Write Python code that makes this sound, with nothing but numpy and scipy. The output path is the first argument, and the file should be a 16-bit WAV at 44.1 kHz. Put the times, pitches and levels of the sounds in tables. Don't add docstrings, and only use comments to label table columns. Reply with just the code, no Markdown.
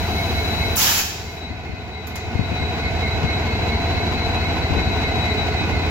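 import sys
import numpy as np
from scipy import signal
from scipy.fft import rfft, irfft, dct, next_fast_len
from scipy.io import wavfile
from scipy.ndimage import uniform_filter1d, minimum_filter1d, map_coordinates

SR = 44100
rng = np.random.default_rng(int(sys.argv[2]) if len(sys.argv) > 2 else 0)


def unload_wav(signal):
    wavfile.write(
        sys.argv[1],
        SR,
        np.round(np.clip(np.atleast_2d(signal).T, -1, 1) * 32767).astype(np.int16),
    )


N = 260187
TIME = np.arange(N) / SR
FREQ = np.arange(N // 2 + 1) * SR / N + 1e-3
IDLE_HZ, EAR_LAG_SAMPLES = 4.4545, 5
OPENS_S, OPENING_S, SHUTS_S, SEALS_S = 0.7546, 0.004, 1.002, 1.39

# (frequency [Hz], correlation [0 to 1])
EAR_CORRELATION = [(30, 0.31), (80, 0.63), (160, 0.97), (300, 0.89), (600, 0.95), (1100, 0.63),
                   (2500, 0.021), (6000, 0.028), (15000, 0.038)]
# (frequency [Hz], t60 [s])
STATION_DECAY = [(200, 0.58), (2000, 0.85), (5000, 1), (12000, 0.39)]
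# (time [s], machinery gain [dB], exhaust gain [dB])
ENGINE_GAINS = [(0, -0.5, -0.5), (.7, 0.1, 1.5), (1.3, 2.5, 2), (2.3, 2.35, 3.5), (3.2, 1.26, 2),
                (5.3, 1.6, 0.5), (5.9, 1, 2)]
# (order [cycles per crankshaft turn], relative level [dB])
EXHAUST_ORDERS = [(12, -18), (13, -5.5), (14, -22), (15, -0.5), (16, 3), (17, 0.5), (19, 8.5), (20, -12.5),
                  (23, -4), (24, -2), (25, -10), (28, -11.5), (32, -8), (37, -5), (50, -9.5), (51, -9.5)]
# (position [turns], relative level [dB])
EXHAUST_CHUFFS = [(.02, 2), (.18, -1), (.35, -0.5), (.49, -5.5), (.63, 3), (.75, 1)]
# (frequency [Hz], relative density [dB])
ROAR_SPECTRUM = [(20, -34), (45, 2.5), (75, 2.5), (130, -0.5), (240, -1), (460, -5), (540, -13.5),
                 (1000, -7), (1200, -18.5), (1900, -15), (2300, -15.5), (2650, -13.5), (3200, -20.5),
                 (4300, -20.5), (4900, -23), (7000, -30.5), (11000, -40), (16000, -43.5)]
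# (frequency [Hz], half-width of each filter stage [Hz], gain [dB])
PANEL_MODES = [(441, 72, -2), (711.6, 99, 1.5), (1500, 207, -7.5), (2075, 226, -6)]
# (order [cycles per turn], level [dB], gain at top speed [dB],
# swell once a turn [dB], loudest position [turns], flutter [fraction of pitch])
GEAR_TONES = [(96.94, -42, -4, -2.5, 0.45, 0.01206), (152.3, -40, 4.5, 5, 0.054, 0.0078),
              (162.7, -43, 4.5, 2, 0.41, 0.01206), (164.8, -43.5, -3.5, 1.5, .1, 0.00834),
              (170.8, -47, -3.5, 4, 0.75, .008), (334.5, -44.5, -1, 1.5, 0.45, 0.00656),
              (465, -42, -1.5, 5, 0.8, .014), (568.5, -38.5, -1, 0.5, 0.93, 0.0044),
              (974, -48, 0, 9, 0.72, .016)]
# (order [cycles per turn], level [dB])
TURBO_ORDERS = [(885.8, -36), (1771.6, -62), (2657.4, -68.5)]
# (time [s], gain [dB], left minus right [dB])
TURBO_FADING = [(0, 2, 7), (.15, 1.5, 4), (.35, 5.5, 4.5), (.72, 4.5, 8), (1.35, -3.5, 7.5), (1.45, 6.5, 6),
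                (1.52, -1, 2), (1.7, -7.5, 6), (1.82, -3, 6), (2, -5.5, 16), (2.34, -4.5, 2.5),
                (2.62, 4, 8.5), (2.74, 0, -1), (2.98, 0.5, -1.5), (3.1, 4.5, -9.5), (3.22, -1.5, 1),
                (3.34, 4.5, -1), (3.43, -2, -1), (3.55, 1.5, 3), (3.66, 1, -7.5), (3.78, 0, 4),
                (4.05, 1, 0.5), (4.22, -1.5, 12), (4.46, 4.5, -0.5), (4.74, 0, 8), (5.06, 1.5, 5),
                (5.38, 1.2, 12), (5.58, 1.5, -1), (5.7, -3, 8), (5.82, -2.5, -4), (5.9, 2, 8)]
# (frequency [Hz], relative density [dB])
LEAK_SPECTRUM = [(2000, 8), (5000, 7), (8000, -1), (8750, 12), (9400, 3.5), (11000, -3), (12000, -10),
                 (12750, 4.5), (13600, -2), (15500, -5)]
# (time [s], relative level [dB], left minus right [dB], ear correlation [-1 to 1])
SHAFT_RUBS = [(0.195, -28.5, -1, -0.16), (0.391, -29.5, -6, 0.011), (0.63, -29.5, -3, 0.4),
              (1.299, -29, -5, 0.3), (1.477, -31.5, -8, 0.1), (1.68, -32, -5, -0.1), (1.98, -30, 10, 0.087),
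              (2.16, -28, -4, 0.043), (2.377, -32.5, -1, 0.19), (2.617, -31.5, -10, 0.2),
              (2.86, -25.5, 2, -0.26), (3.052, -24.5, -1, 0.86), (3.288, -27.0, 0, 0.5),
              (3.487, -31, 3, 0.94), (3.728, -29.5, 1, 0.7), (3.997, -33.0, 0, 0.2), (4.227, -37, -3, 0.6),
              (4.447, -36, -9, 0.013), (4.808, -29.0, -4, 0.082), (5.065, -27.5, -5, -0.51),
              (5.29, -25.5, -3, -0.95), (5.541, -37, -11, -0.35), (5.745, -31.5, 3, -0.3)]
# (frequency [Hz], relative density [dB])
BLAST_SPECTRUM = [(200, 1.5), (600, -4.5), (1000, -0.5), (3000, 1.5), (5500, 4.5), (7500, 3.5),
                  (11000, -0.5), (14000, 0.5), (15500, -1)]
# (frequency [Hz], width [Hz], relative level [dB])
CAVITY_MODES = [(895, 170, -23), (1304, 140, -23.5), (1710, 200, -20.5), (2580, 300, -15.5),
                (3280, 450, -20)]
# (time [s], relative level [dB], t60 [s], left minus right [dB])
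WIND_PUFFS = [(1.5, -18, 0.37, 16), (1.693, -17, 0.12, 24), (1.734, -14.5, 0.047, 25),
              (2.353, -13, 0.085, 25), (2.392, -12.5, 0.16, 26), (2.518, -16, 0.072, 27),
              (2.615, -18.5, 0.17, 20), (3.238, -15.5, 0.075, 25.5), (4.702, -17.5, 0.33, 18),
              (4.761, -22, 0.4, 20), (4.872, -18.5, 0.16, 13), (5.608, -20, 0.13, -16),
              (5.73, -22.5, 0.2, -21)]
# (frequency [Hz], relative density [dB])
RUMBLE_SPECTRUM = [(25, -32), (60, 8), (110, -12.5), (230, 2.5), (450, -12), (1000, -26), (3000, -76)]
# (time [s], hiss level [dB], t60 [s], whistle frequency [Hz], whistle level [dB])
VALVE_SPITS = [(2.069, -22, 0.1, 12300, -25), (2.1553, -15, 0.082, 11500, -32)]
# (frequency [Hz], relative density [dB])
SPIT_SPECTRUM = [(1000, 2), (3000, -4), (6500, -3.5), (10000, -6), (12000, -6), (13500, -13), (15500, -13)]
# (frequency [Hz], relative density [dB])
TRAIL_SPECTRUM = [(1500, 0), (4000, -6), (7000, -3), (10000, -20), (15500, -30)]
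# (frequency [Hz], gain [dB])
PORT_RESPONSE = [(7300, 0.5), (7900, -7.5), (8400, -19), (9200, -13), (10200, -4.5), (11200, 0.5)]


def undb(db):
    return 10 ** (np.asarray(db) / 20)


def level(x, db):
    return x * undb(db) / np.sqrt(np.mean(x ** 2))


def curves(table):
    s, *columns = np.transpose(table)
    return [np.interp(TIME, s, column) for column in columns]


def across(points, hz=FREQ):
    f, value = np.transpose(points)
    return np.interp(np.log(hz), np.log(f), value)


def colour(x, points):
    return irfft(rfft(x) * undb(across(points)), N)


def wander(hz):
    size = next_fast_len(N)
    lowpass = np.exp(-(np.arange(size // 2 + 1) * SR / size / hz) ** 2)
    return level(irfft(rfft(rng.standard_normal(size)) * lowpass, size)[:N], 0)


def noise():
    alike = np.clip(across(EAR_CORRELATION), 0, .99)
    mid, side = rfft(rng.standard_normal((2, N))) * np.sqrt([1 + alike, 1 - alike])
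    return irfft(np.array([mid + side, mid - side]), N)


def resonant_noise(hz, width_hz):
    return irfft(rfft(noise()) / (1 + (2 * (FREQ - hz) / width_hz) ** 2), N)


def release(s, t60):
    return np.exp(-np.log(1000) * np.maximum(TIME - s, 0) / t60)


def puff(s, t60, rise_s):
    return (1 - np.exp(-np.maximum(TIME - s, 0) / rise_s)) * release(s, t60)


def pan(x, left_db):
    return x * undb(np.array([[left_db], [-left_db]]) / 2)


def station(x, wet_db):
    hz, s, cells = signal.stft(rng.standard_normal((2, SR)), SR, nperseg=256)
    decay = np.exp(-np.log(1000) * s / across(STATION_DECAY, hz + 1)[:, None])
    onset = 1 - np.exp(-s / 0.011)
    tail = signal.istft(cells * decay * onset, SR)[1]
    tail /= np.sqrt(np.sum(tail ** 2, axis=1, keepdims=True))
    echo = signal.fftconvolve(x * np.ones((2, 1)), tail, axes=1)[:, :N]
    return (x + undb(wet_db) * echo) / np.hypot(1, undb(wet_db))


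def governor(hunt_hz=.041, period_s=3.64, fastest_s=.303):
    swing = np.cos(2 * np.pi * (TIME - fastest_s) / period_s)
    return np.cumsum(IDLE_HZ + hunt_hz * swing) / SR, swing


def exhaust(turns, chuff_turns=0.067, steady=0.6):
    drone, angle = 0, 2 * np.pi * (turns - EXHAUST_CHUFFS[-1][0])
    for order, db in EXHAUST_ORDERS:
        phase = 0.65 * rng.standard_normal() + 0.12 * wander(12.0)
        shift = 0.17 * wander(2.9) * np.array([[1], [-1]])
        drone = drone + undb(db) * np.exp(1j * (order * angle + phase + shift))
    beats = np.sqrt(uniform_filter1d(np.mean(np.abs(drone) ** 2, axis=0), SR // 25))
    chuffs = sum(undb(db) * np.exp(-(((turns - at + .5) % 1 - .5) / chuff_turns) ** 2)
                 for at, db in EXHAUST_CHUFFS)
    return pan(level(drone.real / beats * (chuffs + steady), -26.0), left_db=0.5)


def clatter(turns, repeating=.55):
    place = (turns % 1) * SR / IDLE_HZ
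    looped = np.array([map_coordinates(ear, [place], order=3) for ear in noise()])
    return np.sqrt(repeating) * looped + np.sqrt(1 - repeating) * noise()


def machinery(turns, cylinders=16):
    firing = cylinders * turns
    strength = undb(4.4 * rng.standard_normal(cylinders))[firing.astype(int) % cylinders]
    puffs = 1 + 0.5 * strength * np.exp(-(firing % 1) / 1.7)
    roar = colour(noise() * puffs * undb(0.16 * wander(49)), ROAR_SPECTRUM)
    modes = sum(undb(db) / (1 + 1j * hz / (2 * half_width) * (FREQ / hz - hz / FREQ)) ** 2
                for hz, half_width, db in PANEL_MODES)
    panels = irfft(rfft(clatter(turns) * puffs) * modes, N)
    return pan(level(roar, -27.0) + level(panels, -31.0), left_db=0.2)


def wobble(turns, flutter, ripple=0.0019, fastest_at=0.9):
    speed_error = ripple * np.cos(2 * np.pi * (turns - fastest_at)) + flutter * wander(27.4)
    return turns + np.cumsum(speed_error * np.gradient(turns))


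def gear_whines(turns, swing):
    tones = 0
    for order, db, fast_db, swell_db, loudest_at, flutter in GEAR_TONES:
        tone = np.sin(2 * np.pi * order * wobble(turns, flutter))
        turn_db = swell_db * np.cos(2 * np.pi * (turns - loudest_at))
        swell = undb(fast_db * swing + turn_db + 0.9 * wander(10.4))
        tones = tones + level(station(tone, wet_db=-1.0) * swell, db)
    return tones


def turbocharger(turns, swell_db=1.0):
    shaft = wobble(turns, flutter=0.0026, ripple=0.003, fastest_at=0.837)
    tone = sum(level(np.sin(2 * np.pi * order * shaft), db) for order, db in TURBO_ORDERS)
    swell = undb(swell_db * np.cos(2 * np.pi * turns) + 1.4 * wander(40))
    heard_db, left_db = curves(TURBO_FADING)
    return station(tone * swell, wet_db=-6.5) * undb(heard_db + np.array([left_db, -left_db]) / 2)


def beamed_air(spectrum, bounce_s=0.001282, bounce_db=-14):
    left_db = across([(2400, 4.0), (4400, 1.0), (6500, -5.0), (12000, 0.5), (14000, -5.0)])
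    comb = 1 + undb(bounce_db) * np.exp(-2j * np.pi * FREQ * bounce_s)
    return irfft(rfft(noise()) * comb * undb(across(spectrum) + np.array([left_db, -left_db]) / 2), N)


def air_leak():
    return level(beamed_air(LEAK_SPECTRUM), -35) * (TIME < OPENS_S + OPENING_S)


def shaft_squeaks(turns, order=485.2, rub_s=0.031):
    rubs = sum(pan(undb(db) * np.exp(-((TIME - s) / rub_s) ** 2), left_db)
               for s, db, left_db, _ in SHAFT_RUBS)
    angle = 2 * np.pi * order * wobble(turns, flutter=0.00402, ripple=0.0024)
    _, _, correlation = curves(SHAFT_RUBS)
    lag_phase = 2 * np.pi * order * IDLE_HZ * EAR_LAG_SAMPLES / SR
    apart = np.arccos(correlation) - lag_phase
    return station(rubs * level(np.sin([angle - apart, angle]), -1.0), wet_db=-8)


def valve_flow(sag_db=12, flare_db=5.5, flare_s=0.032, dribble_db=-37):
    age = np.maximum(TIME - OPENS_S, 0)
    drained = np.minimum(age / (SHUTS_S - OPENS_S), 1)
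    flare = np.exp(-((TIME - SHUTS_S) / flare_s) ** 2)
    blast = undb(flare_db * flare - sag_db * drained ** 2) * release(SHUTS_S, t60=0.39)
    dribble = undb(dribble_db) * release(SEALS_S, t60=.12)
    return np.minimum(age / OPENING_S, 1) * (blast + dribble)


def cavities(flicker_db=5, pitch_drift=.03):
    out = 0
    for hz, width, db in CAVITY_MODES:
        ring = resonant_noise(hz, width)
        place = np.arange(N) + np.cumsum(pitch_drift * wander(12))
        ring = np.array([map_coordinates(ear, [place], order=1, mode="mirror") for ear in ring])
        out = out + level(ring * undb(flicker_db * wander(19)), db)
    return out


def air_blast(build_s=0.042):
    flow = level(beamed_air(BLAST_SPECTRUM), 0) + cavities()
    rush = colour(flow, [(1500, 1), (4000, 2.5), (10000, -1)])
    narrowness = np.exp(-np.maximum(TIME - OPENS_S, 0) / build_s)
    jet = (flow - rush * narrowness) * valve_flow() * undb(0.5 * wander(60))
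    return station(jet, wet_db=-7.0)


def wind_thuds(boom_hz=110):
    rumble, out = level(colour(noise(), RUMBLE_SPECTRUM), -3), 0
    for s, db, t60, left_db in WIND_PUFFS:
        boom = np.sin(2 * np.pi * boom_hz * (TIME - s))
        out = out + pan((boom + rumble) * puff(s, t60, rise_s=0.00062), left_db) * undb(db)
    return colour(out, [(25, -22), (60, -5.0)])


def valve_spits(whistle_width_hz=1300):
    hiss = level(colour(noise(), SPIT_SPECTRUM), 0)
    trail = level(colour(noise(), TRAIL_SPECTRUM), -10)
    out = 0
    for s, db, t60, whistle_hz, whistle_db in VALVE_SPITS:
        whistle = level(resonant_noise(whistle_hz, whistle_width_hz), whistle_db)
        out = out + (hiss * undb(db) + whistle) * puff(s, t60, rise_s=0.0011)
        out = out + trail * undb(db) * puff(s, t60=0.36, rise_s=0.0085)
    return station(out, wet_db=-12)


def scene():
    turns, swing = governor()
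    machinery_db, exhaust_db = curves(ENGINE_GAINS)
    engine = machinery(turns) + gear_whines(turns, swing) + shaft_squeaks(turns) + turbocharger(turns)
    engine = engine * undb(machinery_db) + exhaust(turns) * undb(exhaust_db)
    left, right = engine + air_leak() + air_blast() + valve_spits()
    late_left = np.interp(TIME - EAR_LAG_SAMPLES / SR, TIME, left)
    return np.array([late_left, right]) + wind_thuds()


def gain_control(x, limit_db=-14.5, hold_s=1.162, release_s=0.43, window_s=0.066, ahead_s=0.0075):
    sensed = signal.sosfilt(signal.butter(2, 400, "high", fs=SR, output="sos"), x)
    power = uniform_filter1d(np.mean(sensed ** 2, axis=0), int(window_s * SR))
    power = np.interp(TIME + ahead_s, TIME, power)
    cut_db = np.minimum(limit_db - 10 * np.log10(np.maximum(power, 1e-12)), 0)
    half = int(hold_s * SR / 2)
    held_db = minimum_filter1d(cut_db, 2 * half + 1, origin=half, mode="constant")
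    step = 1 / (release_s * SR)
    recovering_db = signal.lfilter([step], [1, step - 1], held_db)
    return x * undb(np.minimum(held_db, recovering_db))


def record(dry):
    port = undb(across(PORT_RESPONSE, np.linspace(1, SR / 2, N)))
    notched = dct(dct(dry, norm="ortho") * port, type=3, norm="ortho")
    lowpass = signal.ellip(10, .2, 80, 15800, fs=SR, output="sos")
    return signal.sosfilt(lowpass, gain_control(notched))


dry = scene()
out = record(dry)
unload_wav(out)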